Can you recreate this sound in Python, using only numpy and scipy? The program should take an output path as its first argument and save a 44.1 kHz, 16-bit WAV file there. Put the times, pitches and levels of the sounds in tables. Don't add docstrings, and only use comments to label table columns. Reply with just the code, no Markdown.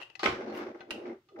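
import sys
import numpy as np
from scipy import signal
from scipy.fft import rfft, irfft, next_fast_len
from scipy.io import wavfile
from scipy.ndimage import uniform_filter1d

SR = 44100
rng = np.random.default_rng(int(sys.argv[2]) if len(sys.argv) > 2 else 0)


def unload_wav(signal):
    wavfile.write(
        sys.argv[1],
        SR,
        np.round(np.clip(np.atleast_2d(signal).T, -1, 1) * 32767).astype(np.int16),
    )


N = 61739
SHARED_HZ = 640
MIC_PHASE_RAD = 1.33
THUD_DB = -5


def undb(db):
    return 10 ** (np.asarray(db) / 20)


def unit(x):
    return x / np.sqrt(np.mean(x ** 2) + 1e-20)


def fade(t60):
    return np.exp(-np.log(1000) * np.arange(N) / SR / max(t60, .001))


def walk(per_s):
    size = int(SR / per_s)
    return unit(uniform_filter1d(uniform_filter1d(rng.standard_normal(N), size), size))


def colour(x, points, tilt_db=0):
    size = 2 * next_fast_len(N)
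    hz, db = np.array(points, float).T
    octave = np.log2(np.clip(np.arange(size // 2 + 1) * SR / size, hz[0], hz[-1]))
    gain = unit(undb(np.interp(octave, np.log2(hz), db) + tilt_db * octave))
    cepstrum = irfft(np.log(gain))
    cepstrum[1:size // 2] *= 2
    cepstrum[size // 2 + 1:] = 0
    return irfft(rfft(x, size) * np.exp(rfft(cepstrum)))[..., :N]


def spread(pair):
    hz = np.arange(N // 2 + 1) * SR / N
    apart = 1 / (1 + (SHARED_HZ / (hz + 1)) ** 4)
    mid, side = irfft(rfft(pair) * np.sqrt([1 - apart / 2, apart / 2]), N)
    return np.array([mid + side, mid - side])


def noise():
    return spread(rng.standard_normal((2, N)))


def place(x, s, db=0, pan_db=0):
    delayed = np.pad(x, ((0, 0), (int(s * SR), 0)))[:, :N]
    return delayed * undb(db + np.array([[pan_db], [-pan_db]]) / 2)


def ring(modes, length=1, phase=MIC_PHASE_RAD, wander=.014, flutter_db=2.5, chatter_per_s=350):
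    t = np.cumsum(1 + wander * walk(chatter_per_s)) / SR
    mics, tones = np.array([[0], [phase]]), 0
    for k, (hz, db, t60) in enumerate(modes):
        angle = 2 * np.pi * (hz * t + rng.random()) + mics * (-1) ** k
        tones += undb(db) * fade(t60 * length) * np.sin(angle)
    return tones * (1 - fade(.0018)) * undb(flutter_db * walk(chatter_per_s))


def crack(points, t60, tilt_db=0, rise_s=.003):
    return colour(noise() * fade(t60) * (1 - fade(rise_s)), points, tilt_db)


def grains(per_s=1500, scatter_db=3.5):
    hits = rng.random((2, N)) < per_s / SR
    sizes = undb(scatter_db * np.minimum(rng.exponential(size=(2, N)), 3.5))
    return hits * sizes * rng.choice([-1, 1], (2, N))


# frequency in Hz, gain in dB.
AIR_COLOUR = [(25, -16), (60, -5), (130, 11), (200, -13.5), (400, -8.5), (1000, -29.5), (3000, -12),
              (7000, -22), (12000, -31), (15000, -21.5)]
def room_air():
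    return undb(-74.5) * colour(noise(), AIR_COLOUR)


def room(x, low_t60=.33, treble_t60=.29, build_s=.0062, gap_s=.005):
    wash = noise()
    low = signal.sosfilt(signal.butter(2, 3000, fs=SR, output="sos"), wash)
    tail = (low * fade(low_t60) + (wash - low) * fade(treble_t60)) * (1 - fade(build_s))
    return signal.fftconvolve(x, place(unit(tail) / np.sqrt(N), gap_s), axes=1)[:, :N]


# frequency in Hz, width in Hz, gain in dB.
DESK_MODES = [(228.2, 24.7, -6.5), (283, 31.4, -6.5), (357, 41, -0.5), (477, 25.3, -3), (537.6, 41.4, -6.5),
              (648.3, 71, -9.5), (811.4, 57.4, -9.5)]
# frequency in Hz, gain in dB.
DESK_COLOUR = [(30, -40), (70, -3), (110, -4), (165, -12.5), (215, -3), (700, -3), (1200, -6),
               (2500, -11.5), (8000, -38.5)]
def desk(force):
    body = sum(undb(db) * signal.lfilter(*signal.iirpeak(hz, hz / width, SR), force) * (-1) ** k
               for k, (hz, width, db) in enumerate(DESK_MODES))
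    return colour(body, DESK_COLOUR)


def thud():
    blow = desk(signal.unit_impulse(N)) * fade(t60=.07)
    return blow / np.abs(blow).max()


# start in seconds, level in dB, main mode's pitch in Hz, its gain in dB and
# t60 in seconds, ring length factor, tilt in dB per octave, room trim in dB, pan in dB.
TICKS = [(0.1533, -50.5, 2600, 16, 0.019, 0.23, -3, -12.5, 15.5),
         (0.1538, -49.5, 2000, 13, .034, 0.49, 3, -2.5, 5), (0.1938, -42.5, 4650, 5, 0.019, 0.35, 1, 10, 1),
         (0.1965, -42, 1226, 4, 0.045, 0.4, -3.5, 8, 3.5),
         (0.8062, -49.5, 2563, 3.5, .07, 0.49, -8.5, 1.5, 6.5),
         (0.808, -51.5, 1510, 6.5, 0.11, 0.75, -8.5, -3, 4),
         (1.287, -65.5, 1227, 9, 0.14, 0.82, -1, 6.5, 0)]
# frequency in Hz, gain in dB, full-length t60 in seconds.
JAW_MODES = [(773, -3, 0.2), (2016, -6, 0.23), (2600, -5.5, 0.079), (2900, -4, .06), (3480, -2, 0.067),
             (4220, -3, 0.071), (5000, -9.5, 0.018), (6230, -16, 0.048)]
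# frequency in Hz, gain in dB.
TICK_COLOUR = [(30, -46.5), (100, -38), (200, -22.5), (800, -4.5), (2000, -1.5), (3500, 1), (4600, -2.5),
               (6000, -7), (9000, -26.5), (15000, -36)]
def jaw_ticks(crack_t60=.069, ring_db=-2.5, room_db=-8.5):
    out, send = 0, 0
    for s, db, hz, main_db, main_t60, length, tilt_db, room_trim, pan_db in TICKS:
        modes = ring(JAW_MODES, length) + ring([(hz, main_db, main_t60)])
        contact = crack(TICK_COLOUR, crack_t60 * np.sqrt(length), tilt_db)
        tick = place(contact + undb(ring_db) * modes, s, db, pan_db)
        out += tick
        send += undb(room_trim) * tick
    return out + undb(room_db) * room(send)


# start in seconds, level in dB, ring trim in dB,
# ring length factor, tilt in dB per octave, pan in dB.
CLICKS = [(0.002, -47.5, -7, .4, -7.5, -13), (0.009, -52, 0, 0.51, -0.5, -2.5),
          (0.015, -48, 0.5, 0.36, -6.5, 21), (0.0228, -41.5, 5.5, .3, -5.5, -2),
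          (0.0306, -46.5, -2, 0.59, -4, 9), (0.099, -50, -1, 0.51, -6, 7.5), (0.574, -46.5, -9, .5, 1, 1.5),
          (0.9065, -29.5, -14.5, 0.87, -2, -3.5), (0.9098, -35.5, -10, 1, -0.5, 1),
          (0.9158, -38.5, -5, 0.77, -11, 10.5)]
# frequency in Hz, gain in dB, full-length t60 in seconds.
STEEL_MODES = [(1950, 4.5, 0.061), (2627, -12, 0.31), (2770, -2, 0.34), (2744, 2, 0.1), (2810, -3, 0.2),
               (2896, -4.5, 0.17), (3060, -5.5, 0.2), (3200, -11.5, 0.081), (4200, -10, 0.05),
               (4350, -12, .08), (5160, -17.5, 0.069), (6800, -21, 0.058), (9150, -33, .08),
               (10340, -32.5, 0.092)]
# frequency in Hz, gain in dB.
SNAP_COLOUR = [(60, -51.5), (130, -38), (250, -23.5), (600, -6), (1500, -1.5), (2000, -13), (2350, 0.5),
               (2850, 9.5), (3500, -1.5), (4500, -2.5), (7000, -10.5), (10000, -14), (15000, -23.5)]
def handle_clicks(snap_t60=.035, ring_db=-5.5, room_db=-7):
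    snaps, rings = 0, 0
    for s, db, ring_trim, length, tilt_db, pan_db in CLICKS:
        snaps += place(crack(SNAP_COLOUR, snap_t60, tilt_db), s, db, pan_db)
        steel = ring(STEEL_MODES, length, wander=.03)
        rings += place(steel, s, db + ring_db + ring_trim, pan_db)
    return snaps + rings + undb(room_db) * room(snaps + undb(-2) * rings)


# frequency in Hz, gain in dB.
HISS_COLOUR = [(2000, -16), (6000, -15), (9000, -10), (12000, -2), (15000, -2.5)]
def edge_hiss(t, centre_s=.569, half_s=.028, db=-61.5):
    return unit(colour(grains(), HISS_COLOUR)) * undb(db) * np.exp(-((t - centre_s) / half_s) ** 2)


# centre and half length in seconds, level in dB, pitch and width in Hz.
SCRAPES = [(0.505, 0.017, -60, 4290, 260), (0.552, 0.01, -53.5, 2750, 260),
           (1.107, 0.026, -62.5, 2070, 222)]
def edge_scrapes(t):
    out = 0
    for s, half_s, db, hz, width_hz in SCRAPES:
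        band = signal.butter(2, [hz - width_hz / 2, hz + width_hz / 2], "bandpass", fs=SR, output="sos")
        out += unit(signal.sosfilt(band, grains())) * undb(db) * np.exp(-((t - s) / half_s) ** 2)
    return out


# start in seconds, level in dB, thud trim in dB.
CATCHES = [(0.395, -61, 13), (0.407, -43, 15), (0.608, -45.5, 0), (0.665, -46, 11), (0.747, -49, -21),
           (1.0558, -45.5, -6.5), (1.095, -52.5, 9), (1.13, -54.5, -1), (1.3604, -51.5, -18)]
# frequency in Hz, gain in dB.
CATCH_COLOUR = [(200, -10), (800, -8), (1300, 15), (1700, 5), (2100, 7.5), (2700, -7), (3600, -19.5),
                (5500, -22), (8000, -39)]
# frequency in Hz, gain in dB, t60 in seconds.
EDGE_MODES = [(1280, -1.5, 0.02), (2034, -3, 0.048), (2225, -11, 0.055), (5770, -21.5, 0.068)]
def edge_catches(ring_db=-3.5):
    board, out = thud(), 0
    for s, db, thud_trim in CATCHES:
        steel = crack(CATCH_COLOUR, t60=.055) + undb(ring_db) * ring(EDGE_MODES)
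        out += place(steel + undb(THUD_DB + thud_trim) * board, s, db)
    return out


# time in seconds, pitch in Hz, level in dB.
ROCKING = [(0, 361.6, -61), (0.07, 364, -72.5), (0.22, 363.7, -75), (0.27, 364, -43), (0.411, 370, -42.5),
           (0.53, 349.3, -52), (0.64, 351.9, -49), (0.765, 366.1, -48.5), (0.799, 366.1, -77),
           (0.86, 369.7, -72), (0.895, 325, -48), (0.961, 334.8, -51.5), (1.01, 372.2, -47),
           (1.1, 356.1, -43.5), (1.184, 360.8, -56.5), (1.22, 365, -85.5), (1.29, 373, -75),
           (1.361, 374, -45.5)]
def rocking(t, wander=.075, flutter_db=3, per_s=109):
    s, hz, db = np.array(ROCKING).T
    turns = np.cumsum(np.interp(t, s, hz) * (1 + wander * walk(per_s))) / SR
    tone = np.sin(2 * np.pi * turns) * undb(flutter_db * walk(per_s))
    return unit(tone) * undb(np.interp(t, s, db))


# time in seconds, gain in dB.
JUDDER_BASS = [(0, -12), (0.25, 2.5), (0.5, 5.5), (0.7, 7), (0.76, -7), (0.95, 6), (1.1, 4), (1.33, -4)]
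def juddering(t, steady_s=.03, bass_hz=294.6):
    shake = unit(desk(spread(grains(per_s=380, scatter_db=1.5))))
    power = uniform_filter1d(np.mean(shake ** 2, axis=0), int(steady_s * SR))
    shake /= np.sqrt(power + 1e-6)
    bass = signal.sosfiltfilt(signal.butter(4, bass_hz, fs=SR, output="sos"), shake)
    return shake - bass + bass * undb(np.interp(t, *np.array(JUDDER_BASS).T))


# time in seconds, push strength in dB, scratch level in dB.
PUSHES = [(0, -54, -53.5), (0.051, -68, -79), (0.209, -71, -74), (0.268, -32, -34), (0.331, -42, -41.5),
          (0.4, -40.5, -50.5), (0.455, -42.5, -51), (0.48, -39, -49.5), (0.529, -40, -48.5),
          (0.583, -40, -43), (0.635, -41, -45.5), (0.659, -45.5, -60), (0.668, -42.5, -51.5),
          (0.717, -43, -58.5), (0.735, -52.5, -73), (0.755, -42.5, -60), (0.788, -52.5, -63.5),
          (0.814, -47, -53), (0.865, -52.5, -88), (0.9, -46.5, -58), (0.945, -43.5, -63),
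          (0.98, -44, -58.5), (1.035, -45, -60), (1.07, -40.5, -53), (1.105, -41.5, -59), (1.135, -42, -64),
          (1.155, -53, -74), (1.187, -58, -89), (1.208, -78.5, -94.5), (1.28, -73.5, -85.5),
          (1.325, -55, -95), (1.347, -59, -94), (1.358, -52.5, -105), (1.39, -39.5, -53.5)]
# frequency in Hz, gain in dB.
SCRATCH_COLOUR = [(200, -15), (700, 5), (1290, 5.5), (1700, 2.5), (2100, 0.5), (2800, -6.5), (4000, -12),
                  (5800, -15), (7500, -31.5), (11000, -44.5), (15000, -46)]
def dragging(firm_db=-37, growth=.35, room_db=-7.5):
    t = np.arange(N) / SR
    s, pushes_db, scratch_db = np.array(PUSHES).T
    push_db = np.interp(t, s, pushes_db)
    judder = juddering(t) * undb(push_db + growth * (push_db - firm_db))
    rock = rocking(t)
    scratch = unit(colour(spread(grains()), SCRATCH_COLOUR)) * undb(np.interp(t, s, scratch_db))
    edge = place(scratch + edge_hiss(t) + edge_catches() + edge_scrapes(t), 0, pan_db=1.5)
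    return judder + rock + edge + undb(room_db) * room(edge + undb(-15) * judder)


# frequency in Hz, gain in dB, t60 in seconds.
FRAME_MODES = [(74.6, 0, 0.26), (100, -2.5, 0.36), (131.7, -1, 0.33)]
def frame_boom(rise_s=.028):
    return place(ring(FRAME_MODES)[:1] * (1 - fade(rise_s)), s=.28, db=-44)


def clack(hz, db, t60, apart_hz=2000, low_cut_hz=220):
    phase = MIC_PHASE_RAD * min(hz / apart_hz, 1)
    tone = ring([(hz, db, t60)], phase=phase)
    return signal.sosfilt(signal.butter(2, low_cut_hz, "highpass", fs=SR, output="sos"), tone)


# start in seconds, level in dB, thud and ring trims in dB, clack pitch
# in Hz, its gain in dB and t60 in seconds, tilt in dB per octave, room trim in dB, pan in dB.
KNOCKS = [(0.2317, -24, 6, -5, 1543, -5, 0.032, 0, 6.5, 2.5),
          (0.2401, -27.5, -3.5, -5.5, 4550, 0, 0.018, 0.5, -4.5, 6.5),
          (0.2571, -21, -1, -5, 537, 5.5, 0.012, -1.5, -1.5, -3.5),
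          (0.2597, -23, -10.5, -2, 2140, 11.5, 0.014, -0.5, -0.5, -6),
          (0.2622, -32, -13.5, -7.5, 1330, 15.5, .018, -3, -6, 2.5)]
# frequency in Hz, gain in dB, t60 in seconds.
CLAMP_MODES = [(1054.3, 0.5, 0.17), (1214, -12.5, 0.14), (1287, -1, 0.12), (1517, -5, 0.32),
               (1900, 1.5, 0.11), (2002, -3.5, 0.069), (2166, -12, 0.14), (2645, -12, 0.054),
               (3376, -15, 0.16)]
# frequency in Hz, gain in dB.
KNOCK_COLOUR = [(30, -39), (100, -12.5), (300, -5), (700, -8), (1300, -7.5), (2300, 4.5), (3500, -3.5),
                (5200, -11), (7000, -21), (10000, -32.5), (15000, -36.5)]
def clamp_knocks(crack_t60=.028, ring_db=-7.5, room_db=-2):
    board, out, send = thud(), 0, 0
    for s, db, thud_trim, ring_trim, hz, clack_db, clack_t60, tilt_db, room_trim, pan_db in KNOCKS:
        plastic = undb(ring_db + ring_trim) * ring(CLAMP_MODES) + clack(hz, clack_db, clack_t60)
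        body = place(plastic + undb(THUD_DB + thud_trim) * board, s, db, pan_db)
        contact = place(crack(KNOCK_COLOUR, crack_t60, tilt_db), s, db, pan_db)
        out += contact + body
        send += undb(room_trim) * (contact + undb(-9) * body)
    return out + frame_boom() + undb(room_db) * room(send)


def scene():
    return clamp_knocks() + handle_clicks() + jaw_ticks() + dragging() + room_air()


def record(dry, top_hz=15500):
    return signal.sosfilt(signal.ellip(8, .2, 70, top_hz, fs=SR, output="sos"), dry)


dry = scene()
out = record(dry)
unload_wav(out)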